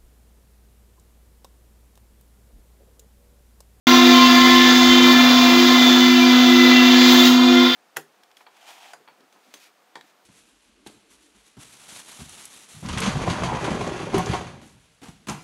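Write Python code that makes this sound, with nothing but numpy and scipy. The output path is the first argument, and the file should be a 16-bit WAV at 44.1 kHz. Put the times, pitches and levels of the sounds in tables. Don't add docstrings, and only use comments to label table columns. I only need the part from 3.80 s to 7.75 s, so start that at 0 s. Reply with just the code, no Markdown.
import sys
import numpy as np
from scipy import signal
from scipy.fft import rfft, irfft
from scipy.io import wavfile
from scipy.ndimage import uniform_filter1d, minimum_filter1d

SR = 44100
rng = np.random.default_rng(int(sys.argv[2]) if len(sys.argv) > 2 else 0)


def to_wav(s):
    ch = np.atleast_2d(s).T
    pcm = np.round(np.clip(ch, -1, 1) * 32767)
    wavfile.write(sys.argv[1], SR, pcm.astype(np.int16))


N = 174195
T = np.arange(N) / SR

# pitch_hz, density_db [dB per Hz]
HANDLING_SPECTRUM = [(20, -16), (42, -24), (58, 0), (72, 9), (95, -14), (160, -26.5)]
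# time_s, level_db
HANDLING_LEVEL = [(.1, -53), (.45, -52), (.65, -40), (.88, -49), (1.1, -40), (1.24, -54), (1.5, -50),
                  (2, -56), (2.7, -63), (3.95, -60)]
# pitch_hz, density_db [dB per Hz]
BODY_SPECTRUM = [(20, -45), (60, -36), (90, -23.5), (130, -14), (170, -9), (205, -12), (280, -0.5),
                 (380, -7.5), (470, -4.5), (580, -9), (680, -3), (850, -6.5), (1020, 0.5), (1180, -5),
                 (1350, 1), (1550, -9.5), (1850, -9), (2300, -29), (5000, -50)]
# pitch_hz, density_db [dB per Hz]
SPRAY_SPECTRUM = [(2000, -18), (6000, -17), (8000, -12.5), (9400, -16), (10500, -11.5), (12300, -5),
                  (13700, -3.5), (15000, 0), (15700, 2), (17000, -7)]
# pitch_hz, density_db [dB per Hz]
GRIND_SPECTRUM = [(500, -30), (1400, -13.5), (1950, -1), (2200, -4.5), (2550, -6), (2900, -5), (3400, 1),
                  (3750, 0.5), (4100, -2), (4600, -12.5), (5200, -10), (6400, -30), (9000, -50)]
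SCRAPE_SPECTRUM = [(2000, -27), (3600, 0), (4800, 1), (5200, -1), (5600, -2.5), (6400, -1), (7300, -7.5),
                   (8000, -18), (9500, -37), (16000, -55)]
# time_s, body_db, grind_db, scrape_db, spray_db
NOISE_LEVELS = [(0.09, -17.5, -15.5, -27.5, -33.5), (0.22, -20.5, -17.5, -29, -36),
                (0.39, -20.5, -18, -25, -35), (0.58, -22, -18, -26.5, -35.5),
                (0.85, -21.5, -15.5, -25.5, -36), (1.03, -21.5, -19.5, -23.5, -36.5),
                (1.21, -19.5, -19, -27, -38), (1.33, -18.5, -20.5, -26, -34), (1.35, -19, -19, -30, -36.5),
                (1.67, -20, -20, -28, -36.5), (2.04, -20.5, -19, -26.5, -36.5),
                (2.45, -24.5, -21, -32, -39.5), (2.92, -22, -18.5, -32.5, -38),
                (3.09, -22.5, -18, -34.5, -38), (3.22, -22, -15.5, -25.5, -37),
                (3.34, -18.5, -16.5, -24.5, -31), (3.48, -22.5, -16, -24, -31.5),
                (3.6, -25, -27, -35, -46.5), (3.86, -23, -18, -40, -43), (3.93, -27, -21, -40, -43)]
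# pitch_hz, level_db
BEARING_COLOUR = [(700, -31), (1050, -43), (1400, -37), (1750, -39), (2100, -34), (2450, -41.5),
                  (3150, -34.5), (3850, -39.5), (4550, -38), (6000, -63), (7300, -52), (8400, -63),
                  (10000, -64), (12300, -58), (15000, -61)]
# start_s, length_s, pitch_hz, level_db
SQUEALS = [(0.077, .11, 5850, -28), (0.117, 0.1, 1039, -22), (0.177, .65, 4749, -29),
           (.32, 0.13, 2380, -26), (0.326, 0.16, 3090, -22), (0.365, 0.18, 2715, -26),
           (0.676, 0.3, 2102, -24), (1.044, 0.23, 3104, -21.5), (1.187, 0.36, 2380, -25),
           (1.283, 0.05, 1060, -22), (1.68, 0.56, 2037, -27), (2.193, 0.15, 2040, -24.5),
           (2.374, 0.16, 700, -29), (2.563, .15, 700, -28.5), (2.64, 0.49, 2013, -23),
           (2.94, 0.18, 2730, -23.5), (3.32, 0.21, 3130, -26), (3.38, 0.068, 3500, -21),
           (3.368, .12, 3800, -22.5), (3.52, .36, 12300, -55), (3.68, 0.26, 1400, -30)]
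# multiple [of shaft speed], level_db
FREE_ORDERS = [(2, -32.5), (3, -22.5), (4, -39.5), (5, -28), (6, -31), (7, -37), (8, -41), (10, -37.5)]
# time_s, gain_db
FREE_GAIN = [(.07, 3), (.8, 3), (1.35, -0.5), (1.7, -1.5), (2.1, -4.5), (2.4, -13.5), (3.5, -9.5),
             (3.95, -12)]
# time_s, level_db (before a small trim)
THROB_LEVEL = [(0.08, -27), (0.12, -20.5), (0.29, -16.5), (0.46, -31), (0.74, -20), (0.97, -26),
               (1.14, -19.5), (1.3, -20), (1.47, -41.5), (1.8, -16.5), (2.03, -30.5), (2.12, -23.5),
               (2.49, -22), (2.59, -36.5), (2.72, -18.5), (2.83, -18), (2.95, -25.5), (3.43, -20),
               (3.57, -32), (3.72, -18), (3.84, -19.5), (3.95, -34)]
# time_s, speed_hz [turns per second]
CUTTING_SPEED = [(.07, 346), (.2, 344.5), (.35, 339), (.9, 340.3), (1.35, 342.7), (1.8, 341.3),
                 (2.3, 339.5), (2.6, 338.3), (3.05, 339), (3.25, 342), (3.38, 347), (3.55, 347),
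                 (3.7, 348.5), (3.95, 347)]
# speed_offset_hz, gain_db, ring_hz [ring of the bit], ring_lift_db
BITS = [(-3, -0.5, 2020, 3), (0, 0.5, 2196, 10.5), (3, -2.5, 4600, 9.5)]
# pitch_hz, level_db (before the bit's own gain and ring)
BIT_COLOUR = [(340, -50.5), (680, -45.5), (1020, -43.5), (1360, -35.5), (1700, -37.5), (2050, -35.5),
              (2700, -35), (3100, -31.5), (3450, -33), (3800, -32.5), (4150, -37.5), (4800, -38.5),
              (5500, -42.5), (6400, -41.5), (7300, -51.5), (8000, -52)]
# time_s, gain_db
BUZZ_GAIN = [(.07, 0.5), (.8, -0.5), (1.4, -0.5), (1.7, -1), (2.1, -1.5), (2.45, -2), (3.0, 0), (3.4, 1.5),
             (3.5, -2.5), (3.58, -5.5), (3.75, -4.5), (3.95, -8.5)]
# time_s, level_db
HUM_LEVEL = [(0.09, -12.5), (0.31, -10.5), (0.83, -13.5), (1.27, -12), (1.81, -13.5), (2.54, -11.5),
             (3.38, -11), (3.81, -12), (3.88, -16), (3.95, -30)]
# multiple [of the hum pitch], level_db
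HUM_ORDERS = [(2, -38.5), (3, -34.5), (4, -37), (5, -41), (6, -40.5), (7, -44), (16, -40), (18, -49),
              (20, -44), (22, -49)]
# pitch_hz, level_db
WEAK_WHINES = [(4247, -48), (4748, -39.5), (11946, -62), (15116, -55), (15466, -56)]
# time_s, level_db (before a small trim)
DRIVE_LEVEL = [(0.09, -23.5), (0.76, -23.5), (0.9, -20), (1.63, -22.5), (1.74, -30), (2.07, -17),
               (2.41, -28), (2.62, -23.5), (3.34, -26), (3.42, -22), (3.45, -29), (3.93, -21.5)]

HUM_HZ, DRIVE_HZ, FREE_HZ, THROB_HZ = 249.9, 3518, 350.3, 349.2
BODY_DB, GRIND_DB, SCRAPE_DB, SPRAY_DB = -24.5, -22.5, -29, -35
WHINE_WAVER_DB, GRIT_DB, SPLASH_DB, SQUEAL_FLICKER_DB = 0.2, 1.07, 0.9, 1.5
CHATTER_DB, CHATTER_PER_S, FLICKER_DB = 3.5, 9, 2
SPEED_WANDER, SPEED_JITTER, SQUEAL_WANDER = 0.001315, 0.00305, .003
RING_WIDTH_HZ, TURN_DEPTH = 392, 0.25
START_S, START_RISE_S, LIMIT_S, TOP_HZ = .069, 0.001, .012, 15750


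def undb(db):
    return 10 ** (np.asarray(db) / 20)


def curve(rows, axis=1):
    rows = np.array(rows, float)
    return np.interp(T, rows[:, 0], rows[:, axis])


def swing(axis):
    db = curve(NOISE_LEVELS, axis=axis)
    return undb(db - db.mean())


def colour(points, hz):
    points = np.array(points, float)
    log_hz = np.log(np.maximum(hz, 1))
    return undb(np.interp(log_hz, np.log(points[:, 0]), points[:, 1]))


def noise(points):
    bins_hz = np.arange(N // 2 + 1) * SR / N
    shaped = irfft(rfft(rng.standard_normal(N)) * colour(points, bins_hz), N)
    return shaped / shaped.std()


def walk(rate):
    count = int(8 * rate * N / SR) + 8
    hz = np.arange(count // 2 + 1) * SR / N
    smooth = irfft(rfft(rng.standard_normal(count)) / (1 + (2 * hz / rate) ** 2), count)
    smooth = (smooth - smooth.mean()) / smooth.std()
    return np.interp(T, np.linspace(0, T[-1], count), smooth)


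def turning(hz):
    turns = np.cumsum(hz * np.ones(N)) / SR
    return 2 * np.pi * (turns + rng.random())


def tone(angle, db):
    return np.sqrt(2) * undb(db) * np.sin(angle)


def partial(angle, db):
    chatter_db = CHATTER_DB * walk(CHATTER_PER_S)
    flicker_db = FLICKER_DB * walk(45)
    return tone(angle + 2 * np.pi * rng.random(), db + chatter_db + flicker_db - 2.5)


def handling():
    return noise(HANDLING_SPECTRUM) * undb(curve(HANDLING_LEVEL))


def body():
    return noise(BODY_SPECTRUM) * swing(axis=1) * undb(BODY_DB + 1.2 * walk(25))


def spray():
    spatter = walk(500)
    return noise(SPRAY_SPECTRUM) * swing(axis=4) * undb(SPRAY_DB + SPLASH_DB * spatter)


def bearings(count=43):
    angle = turning(FREE_HZ * (1 + 0.00089 * walk(6) + 0.00081 * walk(90)))
    whirr = 0
    for k in range(2, count + 1):
        whirr = whirr + colour(BEARING_COLOUR, k * FREE_HZ) * partial(k * angle, -1)
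    return whirr


def squeals():
    out = 0
    for start_s, length_s, pitch_hz, level_db in SQUEALS:
        progress = np.clip((T - start_s) / length_s, 0, 1)
        swell = np.sqrt(np.abs(np.sin(np.pi * progress)))
        angle = turning(pitch_hz * (1 + SQUEAL_WANDER * walk(80)))
        out = out + swell * tone(angle, level_db + SQUEAL_FLICKER_DB * walk(35))
    return out


def free_spindle():
    angle = turning(FREE_HZ * (1 + 0.00153 * walk(3.85) + 0.002 * walk(62)))
    throb_angle = turning(THROB_HZ * (1 + 0.0028 * walk(6.6)))
    throb = tone(throb_angle, curve(THROB_LEVEL) - .3)
    overtones = sum(partial(round(k) * angle, db) for k, db in FREE_ORDERS)
    return throb + undb(curve(FREE_GAIN)) * overtones


def cutting(count=22):
    speed = curve(CUTTING_SPEED)
    buzz, grind, scrape = 0, 0, 0
    for offset_hz, gain_db, ring_hz, lift_db in BITS:
        hz = speed + offset_hz
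        angle = turning(hz * (1 + SPEED_WANDER * walk(7.96) + SPEED_JITTER * walk(150)))
        for k in range(1, count + 1):
            line_hz = k * hz.mean()
            ring_db = lift_db / (1 + (2 * (line_hz - ring_hz) / RING_WIDTH_HZ) ** 2)
            buzz = buzz + colour(BIT_COLOUR, line_hz) * partial(k * angle, gain_db + ring_db)
        contact = 1 + TURN_DEPTH * np.cos(angle)
        grind = grind + noise(GRIND_SPECTRUM) * contact
        scrape = scrape + noise(SCRAPE_SPECTRUM) * contact
    grind = swing(axis=2) * undb(GRIND_DB) * grind / grind.std()
    scrape = swing(axis=3) * undb(SCRAPE_DB) * scrape / scrape.std()
    return undb(curve(BUZZ_GAIN)) * buzz + undb(GRIT_DB * walk(90)) * (grind + scrape)


def motors():
    angle = turning(HUM_HZ * (1 + 0.0006 * walk(4.3)))
    out = tone(angle, curve(HUM_LEVEL))
    for k, level_db in HUM_ORDERS:
        out = out + tone(round(k) * angle + 0.8 * walk(5), level_db + 2.8 * walk(6.2))
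    for pitch_hz, level_db in WEAK_WHINES:
        out = out + tone(turning(pitch_hz) + 0.28 * walk(28), level_db + WHINE_WAVER_DB * walk(3.3))
    drive_db = curve(DRIVE_LEVEL) - .5 + WHINE_WAVER_DB * walk(25)
    return out + tone(turning(DRIVE_HZ) + 0.24 * walk(25), drive_db)


def scene():
    background = handling() + body() + spray() + bearings()
    tools = squeals() + free_spindle() + cutting()
    return (background + tools + motors())[None]


def record(dry):
    y = dry * np.clip((T - START_S) / START_RISE_S, 0, 1)
    size = int(LIMIT_S * SR)
    peak_gain = 1 / np.maximum(np.abs(y), 1)
    y = y * uniform_filter1d(minimum_filter1d(peak_gain, size), size)
    low_pass = signal.ellip(12, .1, 80, TOP_HZ, fs=SR, output="sos")
    return signal.sosfilt(low_pass, y)


dry = scene()
out = record(dry)
to_wav(out)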